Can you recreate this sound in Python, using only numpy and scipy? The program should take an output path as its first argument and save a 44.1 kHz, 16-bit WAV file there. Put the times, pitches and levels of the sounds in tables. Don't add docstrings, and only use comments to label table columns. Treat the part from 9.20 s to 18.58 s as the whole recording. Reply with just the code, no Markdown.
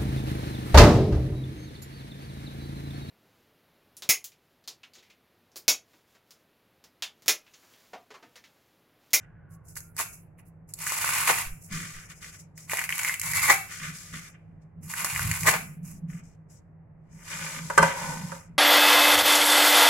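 import sys
import numpy as np
from scipy import signal
from scipy.fft import rfft, irfft, next_fast_len
from scipy.io import wavfile
from scipy.ndimage import uniform_filter1d

SR = 44100
rng = np.random.default_rng(int(sys.argv[2]) if len(sys.argv) > 2 else 0)


def persist_wave(psi):
    counts = np.round(np.clip(psi, -1, 1) * 32767).astype(np.int16)
    wavfile.write(sys.argv[1], SR, np.atleast_2d(counts).T)


N = 413658
TIME = np.arange(N) / SR

# (frequency [Hz], level [dB])
ROOM_TONE = [(20, -14.5), (40, 13), (60, -12.5), (120, -14.5), (250, -10.5), (400, -7.5), (700, -10.5),
             (1300, -20), (2000, -23), (2600, -34.5), (3300, -52.5), (16000, -50)]
# (frequency [Hz], level [dB])
HUM_TONES = [(102.5, -62), (162, -59), (242, -85), (301.5, -76.5)]
# (start [s], end [s], frequency [Hz], width [Hz], level [dB])
WHINES = [(-0.35, 0.6, 1470, 75, -70.5), (-0.3, 0.4, 1620, 200, -68.5), (0.27, 0.48, 1103, 17, -69),
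          (0.55, 0.75, 1400, 25, -69)]
# (time [s], hold [s], boom [dB], rumble [dB])
HANDLING = [(0.15, 0.47, -78, -55), (1.85, 0.53, -71, -52), (2.52, 0.09, -34.5, -50), (4.05, .25, -50, -45),
            (4.62, 0.095, -40, -63), (4.94, 0.015, -37, -50), (5.29, .08, -49.5, -58),
            (5.58, 0.091, -41.5, -50), (5.82, .04, -41.5, -60), (5.94, 0.067, -56, -40),
            (6.04, 0.058, -33, -30.5), (6.22, 0.041, -33.5, -36), (6.36, .62, -39, -69.5),
            (7.92, 0.022, -43.5, -69), (8.16, 0.073, -42, -74), (8.37, .09, -37, -62),
            (8.6, 0.019, -24, -57), (8.83, 0.26, -35, -71), (9.3, 0.041, -44.5, -66)]
# (frequency [Hz], level [dB])
BOOM_TONE = [(90, -40.5), (135, -12), (152, 15.5), (185, -3), (250, -4), (330, -51.5)]
RUMBLE_TONE = [(40, -21.5), (65, -7.5), (80, -3), (102, 0), (125, -5.5), (160, -0.5), (300, -87)]
SPREAD_TONE = [(40, -12), (90, 0), (170, -1), (260, -10), (400, -40)]
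# (time [s], level [dB])
PUFFS = [(2.287, -34), (2.316, -33), (2.55, -40), (2.77, -44.5)]
# (time [s], level [dB])
THROBS = [(6.646, -31.5), (6.692, -35), (6.844, -30.5), (6.897, -28.5), (6.953, -31.5), (9.05, -26)]
# (frequency [Hz], ring time [s])
KITCHEN_ECHO = [(150, 0.32), (600, 0.34), (2000, 0.39), (7000, 0.44), (15000, 0.48)]
# (frequency [Hz], level [dB], ring time [s])
POT_AIR_NOTES = [(419, -2, 0.24), (533, 3, 0.27), (782, 1, .15), (1120, 2.5, 0.14), (1235, -2.5, 0.066),
                 (1680, -6, 0.023), (1930, -13.5, 0.31), (2300, -15.5, .15), (2244, 7, .15),
                 (2290, -6.5, 0.16), (2477, 1.5, 0.037), (2750, -1.5, 0.038)]

# (time [s], level [dB], hardness of the contact [Hz])
KNOCKS = [(8.5, -21, 900), (8.503, -20, 800), (8.5775, -5, 1700), (8.580, -2, 1600), (8.627, -7, 4500),
          (8.630, -8, 3500), (9.119, -25, 800)]
# (frequency [Hz], level [dB], undamped ring time [s])
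KNOCK_NOTES = [(155, -19, 0.38), (427.4, -8.5, 0.19), (533.5, -6, 0.72), (561, -8, 0.47), (662, -13.5, 0.2),
               (734, -15, 0.28), (897, -3, 0.24), (963, -4, 0.27), (1075, -16, 0.99), (1154, -7, 0.21),
               (1206, -7, 0.36), (1538, 10.5, 0.06), (1653, -15, 0.51), (1750, -13.5, 0.2),
               (2020, -16, .33), (2740, -17.5, .3), (3120, -16, 0.37), (4150, -17, 0.3)]
# (frequency [Hz], level [dB])
CLACK_TONE = [(150, -25.5), (350, -12), (550, 18.5), (750, 8.5), (1000, 16), (1550, 15.5), (1900, 3),
              (2500, 1.5), (3500, -16.5), (5500, -7.5), (7500, -4.5), (11000, -12.5), (16000, -32)]
# (time [s], hold [s], body [dB], hiss [dB], drag [dB])
SWEEPS = [(7.93, 0.11, -67, -60, -73), (8.11, .12, -36, -39, -51), (8.25, .12, -35, -38.5, -48),
          (8.45, 0.19, -51, -44, -55.5), (8.63, 0.053, -27.5, -35, -37.5), (8.78, 0.15, -37, -38.5, -36.5),
          (8.96, 0.2, -47, -45.5, -50)]
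# (frequency [Hz], level [dB])
RUB_TONE = [(150, -11), (420, -17.5), (540, 1), (700, -8.5),
            (930, 4), (1300, -11), (2000, -11), (4000, -39)]
# (frequency [Hz], level [dB], ring time [s])
DRAG_NOTES = [(524, 10, 0.41), (574, 2, 0.16), (833, -4.5, 0.136), (1034, 6.5, 0.091), (1500, 15, 0.089)]
# (time [s], hold [s], body [dB], hiss [dB])
RUSTLES = [(0.005, .04, -56.5, -63), (2.53, 0.33, -34.5, -37), (2.9, .02, -43, -47),
           (2.96, 0.031, -68, -54), (3.025, 0.076, -43.5, -44.5), (3.13, 0.033, -48.5, -49),
           (3.195, 0.0087, -61, -46.5), (3.378, 0.077, -59.5, -49), (4.52, 1, -38.5, -40.5),
           (4.63, 0.067, -35.5, -41.5), (4.75, 0.19, -49, -43), (4.94, 0.054, -39, -42.5),
           (5.02, 0.07, -48, -48), (5.145, .008, -53, -70), (5.42, .012, -74, -63), (6.68, 0.1, -65, -56),
           (6.9, 0.097, -50.5, -54.5), (7.04, 0.11, -70, -60), (7.305, 0.085, -70.5, -57.5)]
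# (frequency [Hz], level [dB])
LANDING_TONE = [(600, -11), (900, -18), (1200, 5.5), (1600, 5), (2200, 7), (2800, 1), (3500, -2.5),
                (6000, -44)]
HISS_TONE = [(2000, -30), (3600, -8), (5200, -1.5), (6600, 0.5), (7800, 0.5), (9000, -8), (10800, -3),
             (13000, -13), (16000, -19.5)]

# (time [s], level [dB])
GRIP = [(0.8, -15), (2.1, -9), (3.5, -6.5), (4.15, 6), (4.35, 3), (5.6, -12), (6.3, -5.5)]
# (frequency [Hz], level [dB], ring time [s])
FIST_NOTES = [(1960, 0, .25), (2030, 1, .2), (2130, 2.5, 0.086), (2290, 0.5, .03), (2420, -5.5, .15),
              (2684, -1.5, 0.054)]
# (time [s], pop [dB], splinters [dB], pop pitch [Hz])
SNAPS = [(0.555, -50, -41, 2050), (0.566, -30.5, -44.5, 1630), (0.604, -47, -39, 1500),
         (0.765, -38.5, -36, 1580), (0.79, -24, -28, 1520), (0.799, -25, -39, 1210),
         (1.537, -52, -32.5, 2320), (1.588, -42, -35.5, 2350), (1.667, -20, -26.5, 1700),
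         (1.72, -20, -27.5, 1030), (1.843, -16, -32.5, 1230), (3.044, -32, -61, 2130),
         (3.377, -39.5, -39.5, 2100), (3.496, -23, -34, 2260), (3.517, -19, -31, 2280),
         (3.57, -20, -30, 2180), (3.585, -16, -38.5, 2190), (3.591, -13, -32, 2270),
         (3.614, -21, -35, 1710), (3.639, -19.5, -30.5, 2330), (3.691, -14.5, -31, 2230),
         (3.703, -18.5, -34.5, 2065), (3.724, -11.5, -34.5, 2580), (3.78, -23.5, -28.5, 2220),
         (3.791, -16.5, -29.5, 2630), (3.832, -21, -28, 2240), (3.847, -13, -28.5, 2250),
         (3.879, -16, -38.5, 2580), (3.894, -13.5, -34, 2010), (3.94, -16, -29.5, 2570),
         (3.996, -34, -25.5, 2550), (4.014, -19.5, -27, 2590), (4.134, -18, -25, 2010),
         (5.737, -21, -34.5, 1700), (5.845, -20, -23, 1040), (5.96, -15.5, -33.5, 2200),
         (5.993, -16.5, -29.5, 1500), (6.113, -14.5, -24.5, 2150), (6.232, -21, -26, 2320)]
# (peak time [s], level [dB], rise [s], fall [s])
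COLLAPSES = [(0.803, -34.5, 0.01, .014), (2.101, -19.5, 0.011, 0.011), (3.534, -18, 0.00055, 0.0013),
             (3.587, -36.5, 0.005, 0.004), (4.301, -12.5, 0.0084, 0.013), (5.849, -33, 0.00059, .003),
             (6.286, -12, 0.012, 0.005), (6.339, -25.5, 0.017, 0.012)]
# (time [s], hold [s], dull crunch [dB], bright crackle [dB])
SQUEEZES = [(0.305, 0.042, -78, -61), (0.45, .03, -84, -59), (0.485, 0.027, -73, -50.5),
            (0.565, 0.012, -52.5, -39), (0.785, 0.036, -38.5, -32), (0.93, 0.015, -78, -47),
            (1.187, 0.0073, -59.5, -59), (1.255, 0.023, -83, -59.5), (1.492, .01, -66.5, -53.5),
            (1.615, 0.18, -38, -33), (1.7, 0.12, -33.5, -32.5), (1.83, 0.36, -29.5, -29),
            (2.075, 0.028, -20.5, -22), (2.42, .04, -72, -48), (3.51, .12, -36.5, -35),
            (3.7, 0.1, -40, -37), (3.79, 0.14, -32, -32.5), (4.035, 0.079, -34.5, -32.5),
            (4.148, 0.036, -24.5, -24.5), (4.22, 0.11, -24.5, -25), (5.635, .05, -57, -47),
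            (5.7, 0.055, -43, -37), (5.77, .17, -35, -34), (5.97, .2, -35.5, -33.5),
            (6.2, 0.071, -44.5, -33.5), (6.27, 0.027, -25.5, -21.5), (6.33, 0.029, -29, -34.5),
            (6.65, 0.062, -59, -48.5)]
# (frequency [Hz], level [dB])
POP_TONE = [(300, -12), (700, -4), (1050, -2), (1600, 0), (2500, -1.5), (3000, -0.5), (4200, -21.5)]
COLLAPSE_TONE = [(120, -21.5), (260, -11), (400, -3), (600, 1), (850, 7), (1500, 2), (2100, 6.5),
                 (3200, -9), (5000, -11.5), (7500, -8), (11000, -21), (16000, -13.5)]
CRUNCH_TONE = [(200, -23), (500, -20.5), (700, -8.5), (1000, -1.5), (1300, 0.5), (1700, -3), (2150, 1.5),
               (2400, 2), (2650, 4), (3100, -7.5), (4500, -13), (8000, -57)]
CRACKLE_TONE = [(1500, -23.5), (3200, -26), (4300, -7), (6000, -3), (6900, 1.5), (7900, 1.5), (8900, -4),
                (10400, 2.5), (11500, 1.5), (13000, -5.5), (16000, -10)]

# (frequency [Hz], left minus right [dB])
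MIC_TILT = [(100, -1.5), (400, -1), (700, 1.5), (1300, -1.5), (3500, 2), (5800, 2.5), (7200, 9), (8600, 4),
            (10000, -11), (11000, -24), (13000, -2.5), (16000, -22)]
# (lower edge [Hz], threshold [dB], deepest cut [dB])
SUPPRESSOR_BANDS = [(3100, -59, 12), (5000, -64.5, 15), (8800, -66, 15)]


def from_db(db):
    return 10 ** (np.asarray(db) / 20)


def unit_power(x):
    return x / np.sqrt(np.mean(x ** 2) + 1e-20)


def at_hz(points, hz):
    frequencies, values = np.transpose(points)
    return np.interp(np.log(np.maximum(hz, 1)), np.log(frequencies), values)


def convolve(x, response):
    return signal.oaconvolve(np.atleast_2d(x), np.atleast_2d(response), axes=1)[:, :N]


def colour(x, tone, size=4096):
    cepstrum = irfft(np.log(from_db(at_hz(tone, np.fft.rfftfreq(size, 1 / SR)))))
    cepstrum[1:size // 2] *= 2
    cepstrum[size // 2 + 1:] = 0
    response = irfft(np.exp(rfft(cepstrum)))
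    return convolve(x, response / np.linalg.norm(response))


def ring(clicks, hz, ring_s):
    decay, step = from_db(-60 / (ring_s * SR)), 2 * np.pi * hz / SR
    return signal.lfilter([0, np.sin(step)], [1, -2 * decay * np.cos(step), decay ** 2], clicks + 1e-18)


def resonate(x, notes):
    return sum(from_db(db) * 2 * np.log(1000) / (ring_s * SR) * ring(x, hz, ring_s)
               for hz, db, ring_s in notes)


def drift(per_s):
    knots = np.arange(0, TIME[-1] + 1, 1 / per_s)
    return unit_power(np.interp(TIME, knots, rng.standard_normal(len(knots))))


def steady(x, seconds):
    power = uniform_filter1d(x ** 2, int(seconds * SR), axis=-1)
    return x / np.sqrt(np.abs(power) + 1e-9)


def add(track, s, sound):
    start = int(round(s * SR))
    track[..., start:start + sound.shape[-1]] += sound[..., :N - start]


def strokes(rows, attack_s, release_s, slowing, sag_db_per_s):
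    coarse_time, powers = TIME[::20], 0
    for s, hold_s, *levels_db in rows:
        age = coarse_time - s
        extra_s = slowing * hold_s
        rise_db = 20 * np.maximum(-age, 0) / (attack_s + extra_s)
        fall_db = 20 * np.maximum(age - hold_s, 0) / (release_s + extra_s)
        shape_db = np.maximum(-rise_db - fall_db - sag_db_per_s * np.maximum(age, 0), -120)
        powers = powers + from_db(np.add.outer(levels_db, shape_db)) ** 2
    return [np.interp(TIME, coarse_time, np.sqrt(power)) for power in powers]


def judder(depth_db=1.68, per_s=60):
    return unit_power(from_db(depth_db * drift(per_s)))


def grains(per_s, spread_db, clump_db, max_lag_samples=6):
    sizes_db = spread_db * np.minimum(rng.exponential(1, N), 3) + clump_db * drift(150)
    sizes = from_db(sizes_db) * rng.choice([-1, 1], N)
    lag = rng.integers(-max_lag_samples, max_lag_samples + 1, N)
    pan = rng.uniform(0, np.pi / 2, N)
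    at = np.flatnonzero(rng.random(N) < per_s / SR)
    clicks = np.zeros((2, N))
    clicks[0, at] = sizes[at] * np.cos(pan[at])
    clicks[1, np.clip(at + lag[at], 0, N - 1)] = sizes[at] * np.sin(pan[at])
    return steady(clicks, 0.021)


def background():
    centre, side = colour(rng.standard_normal((2, N)), ROOM_TONE)
    hum = sum(from_db(db) * np.sqrt(2) * np.sin(2 * np.pi * hz * TIME + 1.2 * drift(1.6))
              for hz, db in HUM_TONES)
    return from_db(-63.5) * (centre + 0.69 * side * np.array([[1], [-1]])) + hum


def whines():
    out = 0
    for start, end, hz, width, db in WHINES:
        fade = np.sqrt(np.clip(4 * (TIME - start) * (end - TIME) / (end - start) ** 2, 0, 1))
        tone = ring(rng.standard_normal(N), hz, np.log(1000) / (np.pi * width))
        out = out + from_db(db) * fade * steady(tone, 0.21)
    return out


def handling():
    boom, rumble = strokes(HANDLING, attack_s=0.037, release_s=0.11, slowing=0.1, sag_db_per_s=1)
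    boom, rumble = np.hypot(boom, from_db(-54.5)), np.hypot(rumble, from_db(-57.5))
    noise = rng.standard_normal((4, N))
    hollow = steady(ring(noise[0], hz=167, ring_s=0.35), 0.17)
    hollow = hollow + 0.7 * steady(colour(noise[1], BOOM_TONE), 0.66)
    deep = steady(colour(noise[2], RUMBLE_TONE), 0.078)
    centre = from_db(-4.5) * boom * hollow + from_db(1) * rumble * deep
    side = (from_db(-19) * boom + from_db(-16) * rumble) * colour(noise[3], SPREAD_TONE)
    return centre + side * [[1], [-1]]


def puffs(width_s=0.016):
    return sum(from_db(db) * (TIME - s) / 0.0063 * np.exp(-((TIME - s) / width_s) ** 2)
               for s, db in PUFFS)


def throbs(hz=167, width_s=0.013):
    return sum(from_db(db) * np.exp(-((TIME - s) / width_s) ** 2) * np.sin(2 * np.pi * hz * (TIME - s))
               for s, db in THROBS)


def evened(response, octaves=0.17):
    hz = np.fft.rfftfreq(len(response), 1 / SR)
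    energy = np.cumsum(np.abs(rfft(response)) ** 2)
    centres = np.geomspace(100, 17000, 200)
    low, high = centres / 2 ** octaves, centres * 2 ** octaves
    band_power = (np.interp(high, hz, energy) - np.interp(low, hz, energy)) / (high - low)
    return colour(response, np.transpose([centres, -10 * np.log10(band_power)]))[0]


def kitchen(x, near_db=-1.5, near_s=0.0044, far_db=-7.5, size=30000):
    t, hz = np.arange(size) / SR, np.fft.rfftfreq(size, 1 / SR)
    far_noise, near_noise = rng.standard_normal((2, 2, size))
    edges = np.geomspace(80, 18000, 9)
    spectrum, far = rfft(far_noise), 0
    for low, high in zip(edges, edges[1:]):
        ring_s = at_hz(KITCHEN_ECHO, np.sqrt(low * high))
        far = far + irfft(spectrum * (hz >= low) * (hz < high)) * from_db(-60 * t / ring_s)
    far = from_db(far_db) * unit_power(far * (t > 0.005))
    near = from_db(near_db) * unit_power(near_noise * np.exp(-t / near_s) * (t > 0.0006))
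    response = (t == 0) + (near + far) / np.sqrt(size)
    response = np.array([evened(side) for side in response])
    return convolve(x, response / np.linalg.norm(response, axis=1, keepdims=True))


def pot_air(x):
    return x + from_db(-5.5) * resonate(x, POT_AIR_NOTES)


def plate_knocks(clack_s=0.0068, held_ring_s=0.33, size=1500):
    blows, clacks, t = np.zeros(N), np.zeros((2, N)), np.arange(size) / SR
    for s, db, hardness_hz in KNOCKS:
        push = np.exp(-2 * np.pi * hardness_hz * t)
        add(blows, s, from_db(db) * push / push.sum())
        chatter = 0.11 * rng.standard_normal((2, size)) * np.exp(-t / clack_s)
        add(clacks, s, from_db(db) * ((t == 0) + chatter))
    notes = sum((-1) ** k * from_db(db) * ring(blows, hz, min(ring_s, held_ring_s))
                for k, (hz, db, ring_s) in enumerate(KNOCK_NOTES))
    return from_db(-14) * notes + from_db(14.5) * colour(clacks, CLACK_TONE)


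def finger_drag(pressure):
    rub = colour(pressure * grains(per_s=6000, spread_db=2.5, clump_db=2.5), RUB_TONE)
    return from_db(-1.5) * (rub + resonate(rub, DRAG_NOTES))


def sprinkling(swept_body, swept_hiss):
    body, hiss = strokes(RUSTLES, attack_s=0.021, release_s=0.029, slowing=0.034, sag_db_per_s=48)
    body, hiss = (body + swept_body) * judder(), hiss + swept_hiss
    landings = body * grains(per_s=2500, spread_db=1, clump_db=3, max_lag_samples=4)
    rubbing = hiss * grains(per_s=11000, spread_db=-4.5, clump_db=1.5)
    return from_db(-3) * colour(landings, LANDING_TONE) + from_db(-0.5) * colour(rubbing, HISS_TONE)


def fist_hollow(x, dull_below_hz=3200, closing=1.1):
    times, grip_db = np.transpose(GRIP)
    grip = from_db(np.interp(TIME, times, grip_db)) * (TIME >= times[0]) * (TIME <= times[-1])
    dull = signal.sosfiltfilt(signal.butter(2, dull_below_hz, fs=SR, output="sos"), x)
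    blocked = dull * (1 - 1 / np.sqrt(1 + closing * grip ** 2))
    return x - blocked + resonate(x * grip, FIST_NOTES)


def stray_snaps(crunch, crackle, per_s=22, pitch_hz=2050, ceiling_db=-30, count=400):
    jitter, size, pitch = rng.standard_normal((count, 3)).T
    times = (np.arange(count) + jitter / 2) / per_s
    squeeze_db = 20 * np.log10([np.interp(times, TIME, gain) for gain in (crunch, crackle)])
    pop_db, splinter_db = np.minimum(squeeze_db, ceiling_db) + 3 * size
    rows = np.transpose([times, pop_db + 7.5, splinter_db - 0.5, pitch_hz * np.exp(0.2 * pitch)])
    return list(rows[(times > 0) & (times < SQUEEZES[-1][0])])


def snapping(snaps, pop_s=0.00063, splinter_s=0.0015, lag_s=0.00005, size=900):
    pops, splinters, t = np.zeros((2, N)), np.zeros((2, N)), np.arange(size) / SR
    showers, places = rng.standard_normal((len(snaps), 2, size)), rng.standard_normal(len(snaps))
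    for (s, pop_db, splinter_db, hz), shower, place in zip(snaps, showers, places):
        age = np.maximum(t + place * lag_s * np.array([[0.5], [-0.5]]), 0)
        swell = age / pop_s * np.exp(1 - 2 * age / pop_s)
        add(pops, s + 0.0008, from_db(pop_db) * swell * np.sin(2 * np.pi * hz * age))
        add(splinters, s + 0.0006, from_db(splinter_db) * shower * np.exp(-t / splinter_s))
    return colour(pops, POP_TONE) + from_db(8) * colour(splinters, CRACKLE_TONE)


def collapsing():
    swell = sum(from_db(db) * np.exp(-np.maximum((s - TIME) / rise, (TIME - s) / fall))
                for s, db, rise, fall in COLLAPSES)
    return from_db(3.5) * colour(swell * grains(per_s=4200, spread_db=0, clump_db=3.5), COLLAPSE_TONE)


def lull_before_snap(dip_db=-1.5, dip_s=0.01):
    times = np.array(sorted(row[0] for row in SNAPS) + [np.inf])
    until_snap = times[np.searchsorted(times, TIME)] - TIME
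    return from_db(dip_db * np.exp(-(until_snap / dip_s) ** 2))


def crushing(crunch, crackle):
    thick = grains(per_s=1300, spread_db=2.5, clump_db=1, max_lag_samples=1)
    thin = grains(per_s=3000, spread_db=4.5, clump_db=0.5)
    dull = colour(thick * crunch, CRUNCH_TONE)
    bright = colour((thin + 0.32 * thick) * crackle, CRACKLE_TONE)
    return from_db(-1) * (dull + bright) * lull_before_snap()


def scene():
    squeeze = strokes(SQUEEZES, attack_s=0.011, release_s=0.04, slowing=0.13, sag_db_per_s=0.5)
    crunch, crackle = judder() * np.array(squeeze)
    swept_body, swept_hiss, pressure = strokes(
        SWEEPS, attack_s=0.082, release_s=0.091, slowing=0.21, sag_db_per_s=9.5)
    breaks = crushing(crunch, crackle) + collapsing() + snapping(SNAPS + stray_snaps(crunch, crackle))
    noodles = pot_air(fist_hollow(breaks) + sprinkling(swept_body, swept_hiss))
    plate = plate_knocks() + finger_drag(pressure)
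    return kitchen(noodles + plate) + handling() + puffs() + throbs() + background() + whines()


def noise_suppressor(x, cut_db_per_db=2.4, window_s=0.04, order=12):
    size = next_fast_len(N + 4096)
    spectrum, hz, out = rfft(x, size), np.fft.rfftfreq(size, 1 / SR), x
    above_edge = [1 - 1 / (1 + (hz / row[0]) ** (2 * order)) for row in SUPPRESSOR_BANDS] + [0]
    for k, (_, threshold_db, depth_db) in enumerate(SUPPRESSOR_BANDS):
        band = irfft(spectrum * (above_edge[k] - above_edge[k + 1]), size)[:, :N]
        power = uniform_filter1d(np.mean(band ** 2, axis=0), int(window_s * SR))
        level_db = 10 * np.log10(np.abs(power) + 1e-14)
        gain = from_db(np.clip(cut_db_per_db * (level_db - threshold_db), -depth_db, 0))
        out = out + band * (gain - 1)
    return out


def record(dry, peak_limit=0.88, cutoff_hz=16000, size=2 ** 19):
    hz = np.fft.rfftfreq(size, 1 / SR)
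    tilt = from_db(at_hz(MIC_TILT, hz) * np.array([[0.5], [-0.5]]))
    tilt /= np.sqrt(np.mean(tilt ** 2, axis=0))
    tilted = irfft(rfft(dry, size) * tilt)[:, :N]
    quieted = noise_suppressor(tilted)
    rounded = quieted / (1 + (quieted / peak_limit) ** 6) ** (1 / 6)
    return signal.sosfilt(signal.ellip(12, 0.2, 80, cutoff_hz, fs=SR, output="sos"), rounded)


dry = scene()
out = record(dry)
persist_wave(out)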